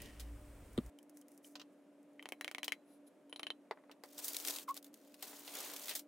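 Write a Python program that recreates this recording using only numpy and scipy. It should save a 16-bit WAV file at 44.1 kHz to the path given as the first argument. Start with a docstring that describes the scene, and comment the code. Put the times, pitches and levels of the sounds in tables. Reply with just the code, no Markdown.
"""A paper-covered table in a small room with a faint hum; a low rumble fills the opening.
Glitter is shaken from a small jar onto a wine glass: the jar knocks, flakes patter.
The glass is turned, rings a little under quick runs of finger taps, and is set down.
Then the sheet of baking paper is lifted, folded with a squeak, and slid back, rustling and creasing."""
import sys
import numpy as np
from scipy import signal
from scipy.fft import rfft, irfft, next_fast_len
from scipy.io import wavfile
from scipy.ndimage import uniform_filter1d

SR = 44100
rng = np.random.default_rng(int(sys.argv[2]) if len(sys.argv) > 2 else 0)


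def wav_record(signal):
    """Record a signal, one row per channel, as 16-bit PCM in the file named by sys.argv[1]."""
    frames = np.transpose(np.atleast_2d(signal))
    bounded = np.clip(frames, -1, 1)
    # unit amplitude maps onto the largest positive 16-bit level
    quanta = np.round(bounded * 32767).astype(np.int16)
    wavfile.write(sys.argv[1], SR, quanta)


N = 267775

# side-to-mid ratio of two close microphones (frequency [Hz], level [dB])
SIDE_SPECTRUM = [(60, -72), (250, -13.5), (500, -10.5), (1000, -13), (2500, -10), (4000, -4), (8000, -11.5),
                 (13000, -15)]
# paper rustle and snaps (frequency [Hz], level [dB])
PAPER_SPECTRUM = [(40, -44), (400, -7.5), (700, -7), (1200, -9.5), (2400, -3.5), (3600, 1.5), (7000, 3.5),
                  (11000, 2.5), (14000, 4.5), (15700, 2)]
# rubbing as the sheet is lifted and folded (time [s], level [dB])
LIFT_RUB = [(4.02, -95), (4.045, -70), (4.16, -59.5), (4.21, -51.5), (4.27, -47.5), (4.35, -48.5),
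            (4.435, -47), (4.485, -40.5), (4.63, -53), (4.67, -86)]
# light rubbing as the sheet sways (time [s], length [s], level [dB])
SWAY_RUBS = [(4.17, 0.038, -49), (4.672, 0.042, -49.5), (4.735, 0.066, -51.5), (4.82, 0.085, -64.5)]


def amp(db):
    """Decibels to gain."""
    return 10 ** (np.asarray(db) / 20)


def unit(x):
    """Scale to rms 1."""
    return x / np.sqrt(np.mean(x ** 2) + 1e-20)


def pan(db):
    """Channel gains for a left-minus-right level."""
    return amp(np.array([[db], [-db]]) / 2)


def clock(length_s):
    """Sample times."""
    return np.arange(round(length_s * SR)) / SR


def add(mix, start_s, sound):
    """Mix a sound in, in place."""
    part = mix[..., max(round(start_s * SR), 0):][..., :sound.shape[-1]]
    part += sound[..., :part.shape[-1]]


def level(rows):
    """Gain curve through (time [s], level [dB]), silent outside its span."""
    return amp(np.interp(np.arange(N) / SR, *np.transpose(rows), left=-200, right=-200))


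def swells(rows):
    """Gain curve with one smooth hump per (time [s], length [s], level [dB])."""
    gain = np.zeros(N)
    for start_s, length_s, db in rows:
        add(gain, start_s, amp(db) * np.hanning(len(clock(length_s))))
    return gain


def read(points, hz):
    """Interpolate a table over log frequency."""
    points_hz, values = np.transpose(points)
    return np.interp(np.log(hz + 1), np.log(points_hz + 1), values)


def filtered(x, gain):
    """Zero-phase filter by gain(hz)."""
    size = next_fast_len(x.shape[-1], real=True)
    hz = np.fft.rfftfreq(size, 1 / SR)
    return irfft(rfft(x, size) * gain(hz), size)[..., :x.shape[-1]]


def colour(x, spectrum):
    """Filter by a spectrum table, to rms 1."""
    return unit(filtered(x, lambda hz: amp(read(spectrum, hz))))


def wander(rate_hz, size=N):
    """Smooth random drift, rms 1."""
    return unit(filtered(rng.standard_normal(size), lambda hz: 1 / (1 + (hz / rate_hz) ** 4)))


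def stereo_noise(size=N):
    """Noise at two close microphones: bass shared, treble less so."""
    mid, side = rng.standard_normal((2, size))
    side = filtered(side, lambda hz: amp(read(SIDE_SPECTRUM, hz)))
    return np.array([mid + side, mid - side])


def grains(per_s, spread_db):
    """Random patter of tiny, uneven clicks."""
    sizes = amp(spread_db * np.minimum(rng.exponential(1, N), 3))
    hits = rng.random(N) < per_s / SR
    return unit(stereo_noise() * sizes * hits)


def patchy(x, depth_db):
    """Random gain in patches of time and frequency."""
    frames = signal.stft(x, SR, nperseg=256)[2]
    patches = uniform_filter1d(rng.standard_normal(frames.shape[1:]), size=4, axis=0)
    patches = unit(uniform_filter1d(patches, size=4, axis=1))
    return signal.istft(frames * amp(depth_db * patches), SR, nperseg=256)[1][:, :N]


def burst(spectrum, t60_s, scatter_db, treble_db=0, body_db=0, peaks=(), size=8192, echo_s=0.001024):
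    """Impulse and decaying scatter through a minimum-phase filter; energy of 1 ms at rms 1."""
    t, hz = np.arange(size) / SR, np.fft.rfftfreq(size, 1 / SR)
    decay = amp(-60 * t / max(t60_s, 0.002))
    scatter = amp(scatter_db) * unit(stereo_noise(size) * decay) / np.sqrt(size)
    # a near reflection differs at the two microphones
    echo = amp(read(SIDE_SPECTRUM, hz)) * np.exp(-2j * np.pi * hz * echo_s)
    excitation = rfft(scatter) + np.array([1 + echo, 1 - echo])
    shelves_db = treble_db / (1 + (5000 / (hz + 1)) ** 4) + body_db / (1 + (hz / 1600) ** 4)
    resonances = sum(amp(peak_db) ** 2 / (1 + (2 * (hz - peak_hz) / width_hz) ** 2)
                     for peak_hz, width_hz, peak_db in peaks)
    db = read(spectrum, hz) + shelves_db + 10 * np.log10(1 + resonances)
    log_gain = np.log(amp(np.r_[db, db[-2:0:-1]]))
    response = np.exp(np.conj(signal.hilbert(log_gain)))[:len(hz)]
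    return unit(irfft(excitation * response)) * np.sqrt(SR / size / 1000)


def ring(hz, t60_s, rise_s=0.00026):
    """One mode: fast rise, exponential decay."""
    t = clock(0.35)
    return np.sin(2 * np.pi * hz * t) * amp(-60 * t / t60_s) * (1 - np.exp(-t / rise_s))


def background(air_db=-67, rumble_db=-57, drone_hz=57.4, octave_db=-68, rumble_end_s=0.9):
    """Room air and a wavering hum; an opening rumble and drone stop abruptly."""
    # room air, and rumble with hiss (frequency [Hz], level [dB])
    air_spectrum = [(30, -91), (70, -39), (120, -32), (180, -14), (280, -5), (440, -12.5), (600, -10.5),
                    (760, -19), (1150, -25), (2500, -32), (4600, -42), (10000, -40), (16000, -52)]
    rumble_spectrum = [(15, -6), (45, 12.5), (120, 0.5), (200, -8), (400, -11), (900, -16.5), (2200, -20.5),
                       (4000, -30), (6500, -29), (8700, -23.5), (12000, -31.5), (16000, -29)]
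    # hum tones (frequency [Hz], level [dB])
    hum_tones = [(289.6, -66), (528, -83), (601, -76)]
    # drone fundamental (time [s], level [dB])
    drone_curve = [(0, -77), (.12, -63), (.2, -44.5), (.35, -46), (.46, -63), (.6, -63.5), (.78, -54),
                   (.93, -47)]
    t = np.arange(N) / SR
    out = amp(air_db + 0.5 * wander(22)) * colour(stereo_noise(), air_spectrum)
    for hz, db in hum_tones:
        waver = 1 + 0.4 * wander(7)
        pitch_hz = hz + 2.843 * wander(8.18)
        out += amp(db) * np.sqrt(2) * waver * np.sin(2 * np.pi * np.cumsum(pitch_hz) / SR)
    phase = 2 * np.pi * drone_hz * t
    drone = level(drone_curve) * np.sin(phase) + amp(octave_db) * np.sin(2 * phase)
    rumble = amp(rumble_db) * colour(stereo_noise(), rumble_spectrum)
    gate = np.clip((rumble_end_s - t) / 0.00057, 0, 1)
    return out + (rumble + drone) * gate


def glass_scrape():
    """The glass drags over the paper and comes to rest."""
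    # drag (time [s], level [dB])
    drag = [(0, -56.5), (.065, -57), (.12, -63), (.3, -74)]
    # glass on paper (frequency [Hz], level [dB])
    spectrum = [(100, -24), (200, 18), (300, 10.5), (1400, -9), (1850, 6), (1935, 12), (2020, 1),
                (2450, 2.5), (2690, 3), (2950, 6), (3300, -2), (3700, -4), (5000, -5), (10000, -10),
                (16000, -17)]
    return level(drag) * colour(grains(per_s=3400, spread_db=1.5), spectrum)


def paper_creases(gain_db=-4, clean_t60_s=0.014):
    """Large creases snap; small ones crinkle while the sheet is bent."""
    # large creases (time [s], level [dB], treble [dB], t60 [s], left minus right [dB])
    snaps = [(0.019, -37.5, 0, 0.027, 0.5), (0.058, -46.5, -15, 0.03, -0.0), (0.197, -35, -13, 0.11, -1),
             (2.6436, -29, -14, 0.047, 2), (3.914, -43.5, -25, 0.048, 1), (4.1886, -32.5, 2, 0.034, 3),
             (4.2433, -23, 8, 0.11, 0.5), (4.2811, -23, 2, 0.07, 0.5), (4.334, -31.5, -1, 0.019, 1),
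             (4.345, -28, -9, 0.066, 2.0), (4.367, -24, -3, 0.019, 3.3), (4.4002, -34, -10, 0.02, 4),
             (4.45, -28, -13, 0.025, 5), (4.4738, -23.5, -2, 0.049, 2.5), (4.483, -24, -12.5, 0.036, 3),
             (4.5066, -27, -11, 0.027, 3.0), (4.5604, -28.5, -11, 0.06, 4), (4.586, -32, -14.5, 0.017, 2.5),
             (4.691, -44.5, -14, 0.22, 2), (4.709, -42, 0, 0.013, 2), (4.7436, -39.5, 4, 0.014, 1.0),
             (4.7677, -35.5, -7, 0.015, -2), (4.775, -35, -12, 0.017, 2), (4.8277, -46, -4, 0.023, 1),
             (4.845, -42.5, -8, 0.022, 0), (4.9418, -43, -7, 0.021, 0.8), (5.1424, -43.5, -13, 0.032, 1),
             (5.225, -29, -8, 0.063, 1), (5.478, -35.5, -25, 0.05, -1), (5.554, -34, -7, 0.027, 0.1),
             (5.6049, -36, -4, 0.022, -3), (5.736, -33, -6, 0.027, 2), (5.7626, -36, -14, 0.036, -0.1),
             (5.8355, -36.5, -12, 0.04, -3), (5.8568, -34, -8, 0.034, 1.1), (5.883, -30.5, -15, 0.03, 0.4),
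             (5.893, -23.5, -11, 0.11, 1), (5.9107, -30, -23, 0.11, 1.1), (5.9519, -21.5, -5.5, 0.11, 0.5),
             (5.994, -33, -5, 0.033, 1)]
    out = (level(LIFT_RUB) + swells(SWAY_RUBS)) * crinkles() * pan(2)
    for start_s, db, treble_db, t60_s, pan_db in snaps:
        scatter_db = 31 * np.log10(t60_s / clean_t60_s)  # longer snaps are noisier
        snap = burst(PAPER_SPECTRUM, t60_s, scatter_db, treble_db=treble_db + 4)
        add(out, start_s, pan(pan_db) * amp(db) * snap)
    return amp(gain_db) * out


def glitter(flake_db=-6):
    """Fine glitter trickles in small spills; larger flakes land with bright ticks."""
    # spills (time [s], length [s], level [dB])
    spills = [(1.12, 0.12, -73.5), (1.26, 0.15, -75.5), (1.42, 0.08, -62.5), (1.45, .12, -73.5),
              (1.715, 0.031, -80.5)]
    # larger flakes (time [s], level [dB])
    flakes = [(0.205, -41), (0.7327, -53), (0.863, -49.5), (0.988, -50.5), (1.0292, -53.5), (1.096, -49.5),
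              (1.172, -44.5), (1.214, -48.5), (1.2835, -49.5), (1.3186, -52), (1.3775, -48.5),
              (2.0304, -63), (2.1337, -66)]
    # flake impact (frequency [Hz], level [dB])
    spectrum = [(50, -66), (500, -31), (2000, -3), (3200, -15), (6000, 1.5), (10000, 4), (16000, -3.5)]
    out = swells(spills) * colour(grains(per_s=7600, spread_db=2.5), spectrum)
    for start_s, db in flakes:
        add(out, start_s, amp(db + flake_db) * burst(spectrum, t60_s=0.032, scatter_db=-1))
    return out


def jar(start_hz=850, end_hz=170, sag_s=0.00376, swell_s=0.007, table_hz=125, table_db=-36):
    """The jar bumps the glass: click, sagging hollow thud, low table note. Light taps only clink."""
    # bump and bounce (time [s], thud [dB], click [dB])
    bumps = [(0.7775, -26.5, -32.5), (.7860, -33.5, -36)]
    # bump click (frequency [Hz], level [dB])
    click_spectrum = [(200, -21), (1200, 15.5), (2400, 2), (3500, 13.5), (5500, -16), (9500, -3),
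                      (16000, -26)]
    # lip taps on the glass (time [s], level [dB])
    lip_taps = [(0.988, -58), (1.222, -70), (1.446, -56)]
    # jar modes (frequency [Hz], level [dB], t60 [s])
    modes = [(2420, -4, .02), (3080, 7.5, 0.015), (3600, -8, 0.016), (5050, -6.5, .02)]
    out, t = np.zeros((2, N)), clock(0.05)
    pitch_hz = end_hz + (start_hz - end_hz) * np.exp(-t / sag_s)
    envelope = (t / swell_s) ** 2 * np.exp(2 * (1 - t / swell_s))
    thud = envelope * np.sin(2 * np.pi * np.cumsum(pitch_hz) / SR)
    for start_s, thud_db, click_db in bumps:
        add(out, start_s, amp(thud_db) * thud)
        add(out, start_s, amp(table_db) * ring(table_hz, t60_s=0.037))
        add(out, start_s, amp(click_db - 5) * burst(click_spectrum, t60_s=0.0097, scatter_db=7.5))
    clink = sum(amp(db) * ring(hz, t60_s) for hz, db, t60_s in modes)
    for start_s, db in lip_taps:
        add(out, start_s, amp(db) * clink)
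    return out


def glass_crunches():
    """Dry crunches as the glass starts to roll."""
    # crunches (time [s], level [dB], t60 [s])
    crunches = [(1.555, -38.5, 0.061), (1.597, -43, 0.077), (1.6153, -44, 0.039)]
    # crunch (frequency [Hz], level [dB])
    spectrum = [(40, -45), (300, -1), (1400, 1), (2200, -8), (2800, 5.5), (3400, 0.5), (4500, 0.5),
                (7000, -8.5), (9000, -19.5), (16000, -20)]
    out = np.zeros((2, N))
    for start_s, db, t60_s in crunches:
        add(out, start_s, amp(db) * burst(spectrum, t60_s, scatter_db=10))
    return out


def glass_taps(contact_width_hz=250, rim_hz=3086, rim_width_hz=110, rattle_delay_s=0.0034):
    """Each finger tap clicks through the damped contact and rim; the bowl rings until the next tap."""
    # tap runs (time [s], level [dB], treble [dB], body [dB], contact pitch [Hz],
    # contact resonance [dB], rim ping [dB], lower mode [dB], upper mode [dB], left minus right [dB])
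    taps = [(2.1949, -41.5, -14, -10, 2090, 16, 15, -91, -88, 0),
            (2.2266, -44.5, 16, 10, 2190, 12, 19, -88, -80, 0.7),
            (2.257, -37, -6, -1, 2050, 5, 3, -84, -82, -0.3),
            (2.289, -41, 12, -2, 2100, 6, -4, -84, -76, 0.8),
            (2.3223, -32.5, 23, 14, 2190, 26.5, 23.5, -77, -74, 2),
            (2.4111, -33.0, 12.5, -1, 1850, 19.5, -4, -58, -65, 1.5),
            (2.4457, -32.5, 1, -6, 1850, 11.5, 14.5, -70, -70, 1),
            (2.479, -31.5, -1, -4.5, 2120, 11.5, 7, -75, -71, 0.7),
            (2.5137, -38.8, 6, 2, 1980, -3, 9, -79, -75, 1.8),
            (2.548, -31.5, -4.5, -10.5, 2090, 11, -4, -80, -76, 1.7),
            (2.583, -35, 1, -4.5, 2030, 8.5, -5, -64, -78, 1),
            (2.6317, -30.5, 0.5, -9, 2430, -3, 9, -66, -74, 1),
            (2.6809, -27.5, 1, -9, 1900, 6, 13, -59, -72, 0),
            (2.7216, -25.5, -3.5, -15.5, 2100, 11, 4, -67, -74, 1.9),
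            (3.2963, -56.5, 20, 14, 4010, 9, 17, -82, -60, 1.2),
            (3.3271, -37, -10, 1.5, 3980, 3, 16.5, -76, -55, 0),
            (3.361, -39.5, 4, -1, 4050, 20.5, 15, -68, -57, 0),
            (3.3954, -37, -6, -3.5, 4070, 5, 6, -81, -54, 0),
            (3.4316, -33.1, -7, -6.5, 4150, 11, 17.5, -72, -61, 0),
            (3.468, -31.5, -16, -10.5, 4030, 11, 14.5, -76, -58, 0.5),
            (3.5038, -29.5, -7.5, -0.5, 3960, 19.5, 23, -73, -62, -1.5)]
    # tap click (frequency [Hz], level [dB])
    spectrum = [(30, -59), (120, -10.5), (300, 11), (1000, 8.5), (1550, 3.5), (2400, 8.5), (3500, 2.5),
                (4700, -4), (6000, -4.5), (8200, -10.5), (9500, -9), (11000, -6), (12300, -14.5),
                (15500, -16)]
    # bowl modes (frequency [Hz], t60 [s])
    modes = [(4015, .25), (9850, 0.058)]
    out, t = np.zeros((2, N)), clock(0.35)
    gaps_s = np.diff([tap[0] for tap in taps], append=N / SR)
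    for tap, gap_s in zip(taps, gaps_s):
        start_s, db, treble_db, body_db, contact_hz, contact_db, rim_db, *modes_db, pan_db = tap
        peaks = [(contact_hz, contact_width_hz, contact_db), (rim_hz, rim_width_hz, rim_db)]
        tone = dict(treble_db=treble_db, body_db=body_db, peaks=peaks)
        click = burst(spectrum, t60_s=0.014, scatter_db=-1, **tone)
        table_rattle = burst(spectrum, t60_s=0.051, scatter_db=25, **tone)
        add(out, start_s, amp(db - 0.36) * pan(pan_db) * click)
        add(out, start_s + rattle_delay_s, amp(db - 11) * table_rattle)
        damping = np.exp(-np.maximum(t - gap_s, 0) / 0.003)
        for (hz, t60_s), mode_db in zip(modes, modes_db):
            add(out, start_s, amp(mode_db) * ring(hz, t60_s) * damping)
    return out


def fingertip():
    """Soft rubbing on the rim draws out the highest mode of the glass."""
    # brushes (time [s], length [s], level [dB])
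    brushes = [(2.832, 0.18, -74), (3.059, 0.036, -67)]
    # rubbed rim (frequency [Hz], level [dB])
    spectrum = [(300, -42), (3000, -18), (3900, -17), (4015, -4), (4130, -18.5), (8500, -20), (9600, -16),
                (9868, 4.5), (10150, -9), (11800, -21), (12600, -10), (13400, -21), (16000, -30)]
    return swells(brushes) * colour(stereo_noise(), spectrum)


def table_knocks(gain_db=-3):
    """Dull knocks on wood through layers of paper."""
    # contacts (time [s], level [dB], treble [dB], t60 [s])
    knocks = [(3.7109, -25.5, -10.5, 0.052), (3.7155, -40, -21, 0.044), (3.774, -47, -52, 0.11),
              (3.838, -53, -30, 0.073), (3.896, -45, -37, 0.14), (4.037, -37, 15, 0.084),
              (5.228, -41, -19, 0.062), (5.332, -42.5, -14, .06)]
    # covered wood (frequency [Hz], level [dB])
    spectrum = [(30, -30), (120, -16), (220, -1), (400, 7), (620, 10), (950, 9), (1300, 4.5), (1600, 1.5),
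                (1950, 6), (2700, -9.5), (4600, -9), (6000, -27), (15000, -37.5)]
    out = np.zeros((2, N))
    for start_s, db, treble_db, t60_s in knocks:
        knock = burst(spectrum, t60_s, scatter_db=0.5, treble_db=treble_db + 14)
        add(out, start_s, amp(db + gain_db) * knock)
    return out


def paper_rub(rustle_db=-2, clump_db=3, lift_flex_db=-11, slide_flex_db=-8):
    """Fibres catch in clumps of tiny grains and the sheet flexes, both following the rubbing."""
    # rubbing as the sheet slides back (time [s], level [dB])
    slide_rub = [(4.93, -69), (5.18, -70.5), (5.235, -51.5), (5.44, -55.5), (5.59, -43), (5.82, -50.5),
                 (5.91, -49.5), (5.995, -57), (6.04, -82)]
    # dull flexing (frequency [Hz], level [dB])
    flex_spectrum = [(30, -66), (150, -18), (400, 1), (800, -1), (1400, -4.5), (2800, -5.5), (4500, -7),
                     (8000, -14.5), (16000, -53)]
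    lift, slide = level(LIFT_RUB) + swells(SWAY_RUBS), level(slide_rub)
    clumps = amp(clump_db * np.clip(wander(130), -2, 2))
    fibres = patchy(1.3 * grains(per_s=3400, spread_db=1) + stereo_noise(), depth_db=2.5)
    rustle = amp(rustle_db) * (lift + slide) * colour(fibres * clumps, PAPER_SPECTRUM) * pan(1)
    flex = colour(patchy(stereo_noise(), depth_db=2), flex_spectrum)
    return rustle + (amp(lift_flex_db) * lift + amp(slide_flex_db) * slide) * flex


def crinkles(per_s=120, range_db=12):
    """Small creases snap, uneven in timing and size."""
    out = np.zeros((2, N))
    for slot, (jitter, strength) in enumerate(rng.random((int(per_s * N / SR), 2))):
        snap = burst(PAPER_SPECTRUM, t60_s=0.0034, scatter_db=13, size=1024)
        add(out, (slot + jitter) / per_s, amp(range_db * strength - 11) * snap)
    return out


def paper_squeak(octave_db=-20, octave_fade_s=0.026, flutter=0.08):
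    """The fold rubs with a nearly pure tone; its octave fades as the rubbing settles."""
    # squeak contour (time [s], pitch [Hz], level [dB])
    contour = [(4.677, 1470, -76), (4.68, 1390, -48), (4.684, 1090, -39.5), (4.692, 1005, -37),
               (4.701, 1106, -34.5), (4.715, 1105, -36), (4.734, 1050, -70)]
    times_s, hz, db = np.transpose(contour)
    start_s = times_s[0]
    out, t = np.zeros((2, N)), start_s + clock(times_s[-1] - start_s)
    phase = 2 * np.pi * np.cumsum(np.interp(t, times_s, hz)) / SR
    octave = amp(octave_db) * np.exp(-((t - start_s) / octave_fade_s) ** 4) * np.sin(2 * phase)
    envelope = amp(np.interp(t, times_s, db)) * (1 + flutter * wander(320, len(t)))
    add(out, start_s, envelope * (np.sin(phase) + octave))
    return out


def room(x, build_s=0.0064):
    """Short diffuse tail of a small room."""
    # reverberation (frequency [Hz], t60 [s])
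    decay_times = [(200, 0.071), (1000, 0.091), (4000, 0.061), (14000, 0.092)]
    hz, t, frames = signal.stft(stereo_noise(SR // 3), SR, nperseg=256)
    decay = amp(-60 * t / read(decay_times, hz)[:, None])
    tail = signal.istft(frames * decay, SR, nperseg=256)[1]
    tail *= np.minimum(np.arange(tail.shape[1]) / SR / build_s, 1)
    return signal.fftconvolve(x, tail / np.linalg.norm(tail[0]), axes=1)[:, :N]


def scene(room_db=-15):
    """Close sources on the table, their reverberation, and the background."""
    near = glass_taps() + fingertip() + glass_scrape() + glass_crunches() + table_knocks()
    near += jar() + glitter()
    near += paper_rub() + paper_creases() + paper_squeak()
    return near + amp(room_db) * room(near) + background()


def record(dry):
    """Band limit at 15.9 kHz."""
    lowpass = signal.firwin(401, 15900, window=("kaiser", 8), fs=SR)
    return signal.oaconvolve(dry, lowpass[None], "same")


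dry = scene()
out = record(dry)
wav_record(out)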